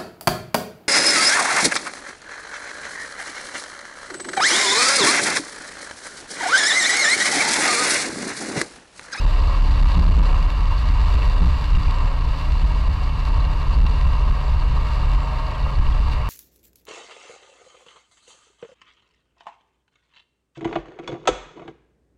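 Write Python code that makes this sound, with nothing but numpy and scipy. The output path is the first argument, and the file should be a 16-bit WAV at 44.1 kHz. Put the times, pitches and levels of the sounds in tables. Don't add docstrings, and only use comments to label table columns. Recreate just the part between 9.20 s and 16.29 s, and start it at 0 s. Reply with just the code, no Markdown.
import sys
import numpy as np
from scipy import signal
from scipy.fft import rfft, irfft
from scipy.io import wavfile
from scipy.ndimage import uniform_filter1d

SR = 44100
rng = np.random.default_rng(int(sys.argv[2]) if len(sys.argv) > 2 else 0)


def persist_wave(psi):
    counts = np.round(np.clip(psi, -1, 1) * 32767).astype(np.int16)
    wavfile.write(sys.argv[1], SR, np.atleast_2d(counts).T)


N = 312651
TIME = np.arange(N) / SR
FREQS = np.fft.rfftfreq(N, 1 / SR)

# frequency in Hz, relative level in dB.
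HISS_SPECTRUM = [(700, -4.5), (1600, 3.5), (2700, 1.5), (3300, 3.5), (4000, 3.5), (4750, 4), (5100, -7.5),
                 (5600, -7), (6200, -12), (8000, -13), (9000, -20.5), (12000, -23), (15000, -31)]
# centre in Hz, width in Hz, height in dB.
UNDERBODY = [(385, 64, 6), (442, 28, 4.5), (544.5, 11, 8), (613.6, 22, 7), (675, 55, -9.5), (748, 36, 6),
             (800, 47, -11.5), (910, 38, 2.5), (1157, 8.9, -1), (1477, 30, -20), (1563, 17, 4),
             (1674, 200, 4), (1765, 73, -5.5), (1965, 230, 5), (2027, 56, -17.5), (2238, 61, 5),
             (2762, 158, 7.5), (3260, 190, -6.5)]
# time in seconds, peak level in dB.
LOW_THUMPS = [(0.625, -22), (0.77, -10), (0.859, -25), (0.979, -14.5), (2.029, -28), (2.215, -12),
              (2.555, -20), (4.157, -26.5), (4.579, -28), (5.071, -20.5), (6.583, -30)]


def undb(db):
    return 10 ** (np.asarray(db) / 20)


def unit(x):
    return x / np.sqrt(np.mean(x ** 2))


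def curves(table):
    s, *columns = np.transpose(table)
    return [np.interp(TIME, s, column) for column in columns]


def noise():
    return rng.standard_normal(N)


def walk(rate):
    return unit(irfft(rfft(noise()) * np.exp(-(FREQS / rate) ** 2), N))


def arch(s, length):
    return np.sin(np.pi * np.clip((TIME - s) / length, 0, 1))


def colour(x, points, peaks=()):
    hz, db = np.transpose(points)
    shape = np.interp(np.log(FREQS + 1), np.log(hz), db)
    for centre, width, height in peaks:
        shape = shape + height * np.exp(-2 * ((FREQS - centre) / width) ** 2)
    return unit(irfft(rfft(x) * undb(shape), N))


def shaft(turns, orders, waver_db, slip, rate):
    out = 0
    for multiple, db in orders:
        phase = 2 * np.pi * (multiple * turns + rng.random()) + slip * walk(rate)
        level = undb(db + waver_db * walk(rate))
        out = out + np.sqrt(2) * np.sin(phase) * level
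    return out


def resonance(crank_hz, centre, width, peak_db, off_db):
    return undb(off_db) + undb(peak_db) / (1 + ((crank_hz - centre) / width) ** 2)


def knocks(events, modes, crack, contact_s):
    t = TIME[:SR // 8]
    out = np.zeros(N + len(t))
    keep = np.exp(-1 / (contact_s * SR))
    scrape = colour(noise(), HISS_SPECTRUM)
    for s, db, pitch in events:
        start = int(s * SR)
        ring = 0
        for multiple, mode_db, t60 in modes:
            ring = ring + undb(mode_db - 60 * t / t60) * np.sin(2 * np.pi * pitch * multiple * t)
        burst = np.roll(scrape, -start)[:len(t)] * np.exp(-t / 0.0016)
        hit = signal.lfilter([1], [1, -keep], ring + crack * burst)
        out[start:start + len(t)] += hit / np.abs(hit).max() * undb(db)
    return out[:N]


def scatter(per_s, db, spread_db, hz_range):
    rows = []
    for when, size, place in rng.random((round(per_s * N / SR), 3)):
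        pitch = np.interp(place, [0, 1], hz_range)
        rows.append((when * N / SR, db + spread_db * (2 * size - 1), pitch))
    return rows


def buffeting():
    # time in seconds, buffeting in dB before the sags.
    breeze_line = [(0.0, -17), (0.2, -12.5), (0.35, -16.5), (0.42, -14), (0.7, -15), (1.2, -14),
                   (1.31, -20), (1.45, -13.5), (1.6, -18), (1.75, -14), (1.95, -14), (2.01, -17.5),
                   (2.1, -15.5), (2.32, -15.5), (2.4, -21), (2.48, -18), (2.86, -16.5), (2.96, -19),
                   (3.12, -16.5), (3.2, -25.5), (3.28, -15.5), (3.52, -16.5), (3.76, -19), (3.93, -18),
                   (4.02, -18.5), (4.14, -15), (4.36, -16.5), (4.41, -20), (4.48, -19.5), (5.1, -14.5),
                   (5.18, -21), (5.3, -16), (5.58, -16), (5.68, -20.5), (5.85, -15.5), (5.92, -14),
                   (6.06, -22.5), (6.23, -19.5), (6.34, -28), (6.44, -16.5), (6.52, -24), (6.6, -17.5),
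                   (6.88, -16), (7.09, -22.5)]
    # start in seconds, hold in seconds, buffeting in dB.
    hard_gusts = [(0.052, 0.018, -11), (0.406, 0.023, -12), (0.498, 0.032, -12.5), (.618, 0.051, -10),
                  (0.763, 0.054, -10.5), (0.857, 0.054, -9), (0.965, 0.07, -9.5), (1.122, 0.018, -11),
                  (1.249, 0.019, -13), (1.691, .015, -12), (1.946, 0.018, -10.5), (2.077, 0.012, -11.5),
                  (2.2, 0.088, -12), (2.527, 0.046, -10), (2.67, 0.014, -11.5), (2.838, 0.012, -12.5),
                  (3.431, .02, -11.5), (3.672, 0.011, -12), (4.181, 0.012, -12), (4.481, 0.021, -12.5),
                  (4.575, 0.076, -10.5), (4.691, 0.012, -13), (4.844, 0.038, -12), (5.102, 0.016, -11),
                  (5.341, .015, -13), (5.952, 0.013, -12), (6.584, 0.017, -11), (6.679, 0.011, -10.8),
                  (6.793, 0.01, -12.5)]
    lump_db, lumps_hz, gust_edge_s = 1, 14, .016
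    breeze = undb(curves(breeze_line)[0] - lump_db * np.maximum(walk(lumps_hz), 0))
    gusts = []
    for s, hold, db in hard_gusts:
        distance_s = TIME - np.clip(TIME, s, s + hold)
        gusts.append(undb(db) * np.exp(-(distance_s / gust_edge_s) ** 2))
    return 20 * np.log10(np.maximum(breeze, np.max(gusts, axis=0)))


def wind(buffet_db, throb):
    # frequency in Hz, relative level in dB.
    large_eddies = [(5, -19), (12, -18), (24, -40), (31, -20.5), (37, 2.5), (48, -6.5), (58, -8.5),
                    (66, -10.5), (76, -14), (100, -17), (140, -50), (200, -62), (400, -89)]
    # frequency in Hz, relative level in dB.
    boom_and_flutter = [(60, -42), (85, 10), (110, 7.5), (145, -0.5), (175, 0), (205, -13), (230, -4.5),
                        (255, -12), (295, -5.5), (345, -20), (700, -30), (2000, -69)]
    # frequency in Hz, relative gain in dB.
    housing = [(8, -14), (17, 4.5), (22, -12), (27, -4), (34, -0.5), (68, -0.5), (78, -6), (100, -6),
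               (200, -12), (400, -41), (3000, -120)]
    boom_db, boom_follow = -27.5, 0.32
    shove = colour(noise(), large_eddies) + throb
    for _ in range(2):
        power = np.abs(signal.hilbert(shove)) ** 2
        shove = shove / np.sqrt(uniform_filter1d(power, size=1100))
    rumble = colour(shove, housing) * undb(buffet_db)
    boom = colour(noise(), boom_and_flutter) * undb(boom_follow * buffet_db + boom_db)
    return rumble + boom


def wheels(turns, crank_hz):
    # multiple of wheel speed,
    # level in dB against the large eddies before bounce and evening out.
    tyre_orders = [(1, -15), (2, -3.5), (3, -2.5), (4, -5), (5, -21.5), (6, -17.5), (7, -20.5), (8, -22.5)]
    wheel_turns = turns * .2235
    bounce = resonance(crank_hz, centre=76.6, width=1.1, peak_db=3, off_db=0)
    throb = 0
    for multiple, db in tyre_orders:
        tone = shaft(wheel_turns, [(multiple, db)], waver_db=1.5, slip=.25, rate=1.5)
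        throb = throb + tone * (bounce if multiple == 2 else 1)
    return throb


def engine(turns, crank_hz):
    # multiple of crank speed, level in dB before the resonance.
    drone_orders = [(1, -35), (2, -37)]
    # multiple of crank speed, level in dB at 72 Hz crank speed.
    hum_orders = [(3, -52.5), (3.67, -54.5), (4, -54)]
    # multiple of crank speed, relative level in dB.
    whine_orders = [(9.15, 6), (10, 1), (10.98, 2), (13.4, 8)]
    drone = shaft(turns, drone_orders, waver_db=1.5, slip=.25, rate=4)
    drone = drone * resonance(crank_hz, centre=70.03, width=3.8, peak_db=-1.5, off_db=-8)

    shake_db = .6 * (crank_hz - 72)
    hum = shaft(turns, hum_orders, waver_db=2.5, slip=.5, rate=3) * undb(shake_db)

    whine = unit(shaft(turns, whine_orders, waver_db=2.5, slip=.9, rate=8))
    whine = whine * (undb(-50) + undb(-45) * arch(5.92, .56))

    firing = turns.astype(int)
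    strength = undb(3 * rng.standard_normal(firing[-1] + 1))[firing]
    puffs = noise() * strength * np.exp(-(turns % 1) / 0.11)
    rasp_spectrum = [(300, -2.5), (1000, 14.5), (1500, -22.0), (4500, -2.5), (9000, -34.0)]  # Hz, dB
    rasp = undb(-46.0) * colour(puffs, rasp_spectrum, UNDERBODY)
    return drone + hum + whine + rasp


def tyres():
    # time in seconds, then low roar, tread roar and hiss in dB before the trims.
    surface = [(0.0, 1, -37, -38), (0.28, 4.5, -35, -37.5), (.48, -1, -36.5, -36.5), (.7, -0.5, -35, -37),
               (.92, 2, -36, -39), (1.1, 5, -33, -37.5), (1.3, -1.5, -36.5, -40.5), (1.85, -3, -36, -39),
               (2.0, 4.5, -35.5, -38.5), (2.15, 2, -36, -38.5), (2.6, -4.5, -37.5, -39.5),
               (2.82, 3.5, -35.5, -41), (3.02, -4, -38, -42.5), (3.25, -2.5, -39, -40),
               (4.05, -2.5, -37.5, -42), (4.19, -1, -37, -42), (4.6, -2, -37.5, -40.5),
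               (5.15, 0, -36.5, -42), (5.3, 0, -38, -41.5), (5.85, -1, -36, -42), (6.15, -0.5, -36, -42),
               (6.44, 0.5, -36, -43), (6.78, -2.5, -38, -41), (7.09, 1.5, -35, -43.5)]
    # frequency in Hz, relative level in dB.
    casing_spectrum = [(120, -68), (280, -12.5), (350, -11), (450, -0.5), (700, 3.5), (800, -2.5),
                       (1000, -11), (2000, -53)]
    # frequency in Hz, relative level in dB.
    tread_spectrum = [(400, -49), (700, -17.5), (850, -2.5), (930, 0.5), (1080, 4.5), (1250, -2.5),
                      (1450, -12.5), (2000, -16), (3000, -14), (6000, -91)]
    # start in seconds, length in seconds, dB added.
    sand = [(0.08, 0.071, 1), (1.563, 0.073, 3.5), (1.884, 0.077, 1.5), (2.013, 0.07, 2.5),
            (2.272, 0.066, 0.5), (2.644, 0.032, 3), (3.163, 0.047, 2.5), (4.045, 0.064, 3.5),
            (4.13, 0.12, 1), (5.652, 0.14, 3), (6.89, 0.066, 4)]
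    low_trim_db, roar_trim_db, hiss_trim_db = -42.5, 1.5, -2.16
    crackle_per_s, crackle_db = 1500, -5
    low_db, roar_db, hiss_db = curves(surface)
    texture_db = .75 * walk(53)

    low = colour(noise() * undb(texture_db + 1.1 * walk(37)), casing_spectrum, UNDERBODY)
    roar = colour(noise() * undb(texture_db + 0.87 * walk(110)), tread_spectrum, UNDERBODY)

    grain_db = 5.3 * np.minimum(rng.exponential(size=N), 4)
    grains = noise() * (rng.random(N) < crackle_per_s / SR) * undb(grain_db)
    fizz = noise() + undb(crackle_db) * unit(grains)
    hiss = colour(fizz * undb(texture_db + .6 * walk(24)), HISS_SPECTRUM, UNDERBODY)
    sand_db = sum(db * arch(s, length) for s, length, db in sand)

    low = low * undb(low_db + low_trim_db)
    roar = roar * undb(roar_db + roar_trim_db)
    return low + roar + hiss * undb(hiss_db + sand_db + hiss_trim_db)


def thump_swell():
    rise_s, fall_s = 0.014, 0.077
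    swell = 0
    for s, db in LOW_THUMPS:
        swell = swell + undb(db) * np.exp(-np.maximum((s - TIME) / rise_s, (TIME - s) / fall_s))
    return swell


def thumps(swell):
    # frequency in Hz, relative level in dB, t60 in seconds.
    thump_modes = [(130, 8, 0.083), (173.5, 22, 0.11), (227, 2, 0.14), (324, -14, 0.16)]
    # frequency in Hz, relative level in dB.
    thump_noise = [(50, -29), (100, -6), (170, 28), (240, -8), (330, -12), (600, -49)]
    blows = [(s, db, 1) for s, db in LOW_THUMPS]
    ring = knocks(blows, thump_modes, crack=0, contact_s=0.011)
    return ring + colour(noise(), thump_noise) * swell * undb(-19)


def grit():
    # time in seconds, peak in dB, pitch of the struck spot in Hz.
    stones = [(.138, -25, 2830), (.659, -27, 2810), (.924, -27, 2790), (1.5807, -29, 4400),
              (2.0218, -20, 2660), (2.031, -26, 2250), (2.213, -28, 4150), (2.5501, -23, 2800),
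              (2.554, -26, 2750), (2.576, -27, 2300), (2.6324, -29, 4600), (2.6793, -26, 2410),
              (4.2433, -26, 2810), (4.2504, -30, 4200), (4.543, -29, 4450), (4.6653, -22.5, 2780),
              (4.6675, -26.5, 3950), (4.8514, -29, 2710), (6.5545, -30, 4400), (6.6672, -27, 2840)]
    # multiple of the spot's pitch, relative level in dB, t60 in seconds.
    panel = [(.67, -18, .02), (.89, -10, .022), (1, 0, .04), (1.045, -7, .028), (1.38, -21, .025)]
    fine = scatter(per_s=2.4, db=-33, spread_db=2.5, hz_range=(2330, 4830))
    return knocks(stones + fine, panel, crack=.17, contact_s=.00007)


def whistle():
    # start in seconds, length in seconds, level in dB before the flicker.
    whistle_spells = [(-.2, 0.6, -63), (.85, 0.35, -63), (1.6, .6, -68), (2.25, .3, -65), (2.68, .27, -62),
                      (5.21, .11, -62), (5.48, 0.54, -65), (5.97, .12, -62)]
    swell = sum(undb(db) * arch(s, length) for s, length, db in whistle_spells)
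    hz = 7530 + 75 * walk(200)
    tone = np.sin(2 * np.pi * np.cumsum(hz) / SR)
    flicker = undb(2.5 * walk(45))
    return tone * (swell + undb(-84)) * flicker


def scene():
    # time in seconds, crankshaft speed in Hz.
    crank_speed = [(0.0, 77.1), (1.5, 75.22), (2.5, 73.6), (5.0, 70.14), (7.09, 67.33)]
    crank_hz, = curves(crank_speed)
    turns = np.cumsum(crank_hz) / SR
    air = wind(buffeting(), wheels(turns, crank_hz)) + whistle()
    low_thumps = thumps(thump_swell())
    return (air + tyres() + low_thumps + engine(turns, crank_hz) + grit())[None]


def record(dry):
    ceiling, knee, fade_s, top_hz = .325, 24, .004, 14900
    clipped = dry / (1 + np.abs(dry / ceiling) ** knee) ** (1 / knee)
    opened = clipped * np.minimum(TIME / fade_s, 1)
    hissing = opened + undb(-73) * noise()
    top_cut = signal.ellip(10, .1, 80, top_hz, fs=SR, output="sos")
    return signal.sosfilt(top_cut, hissing)


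dry = scene()
out = record(dry)
persist_wave(out)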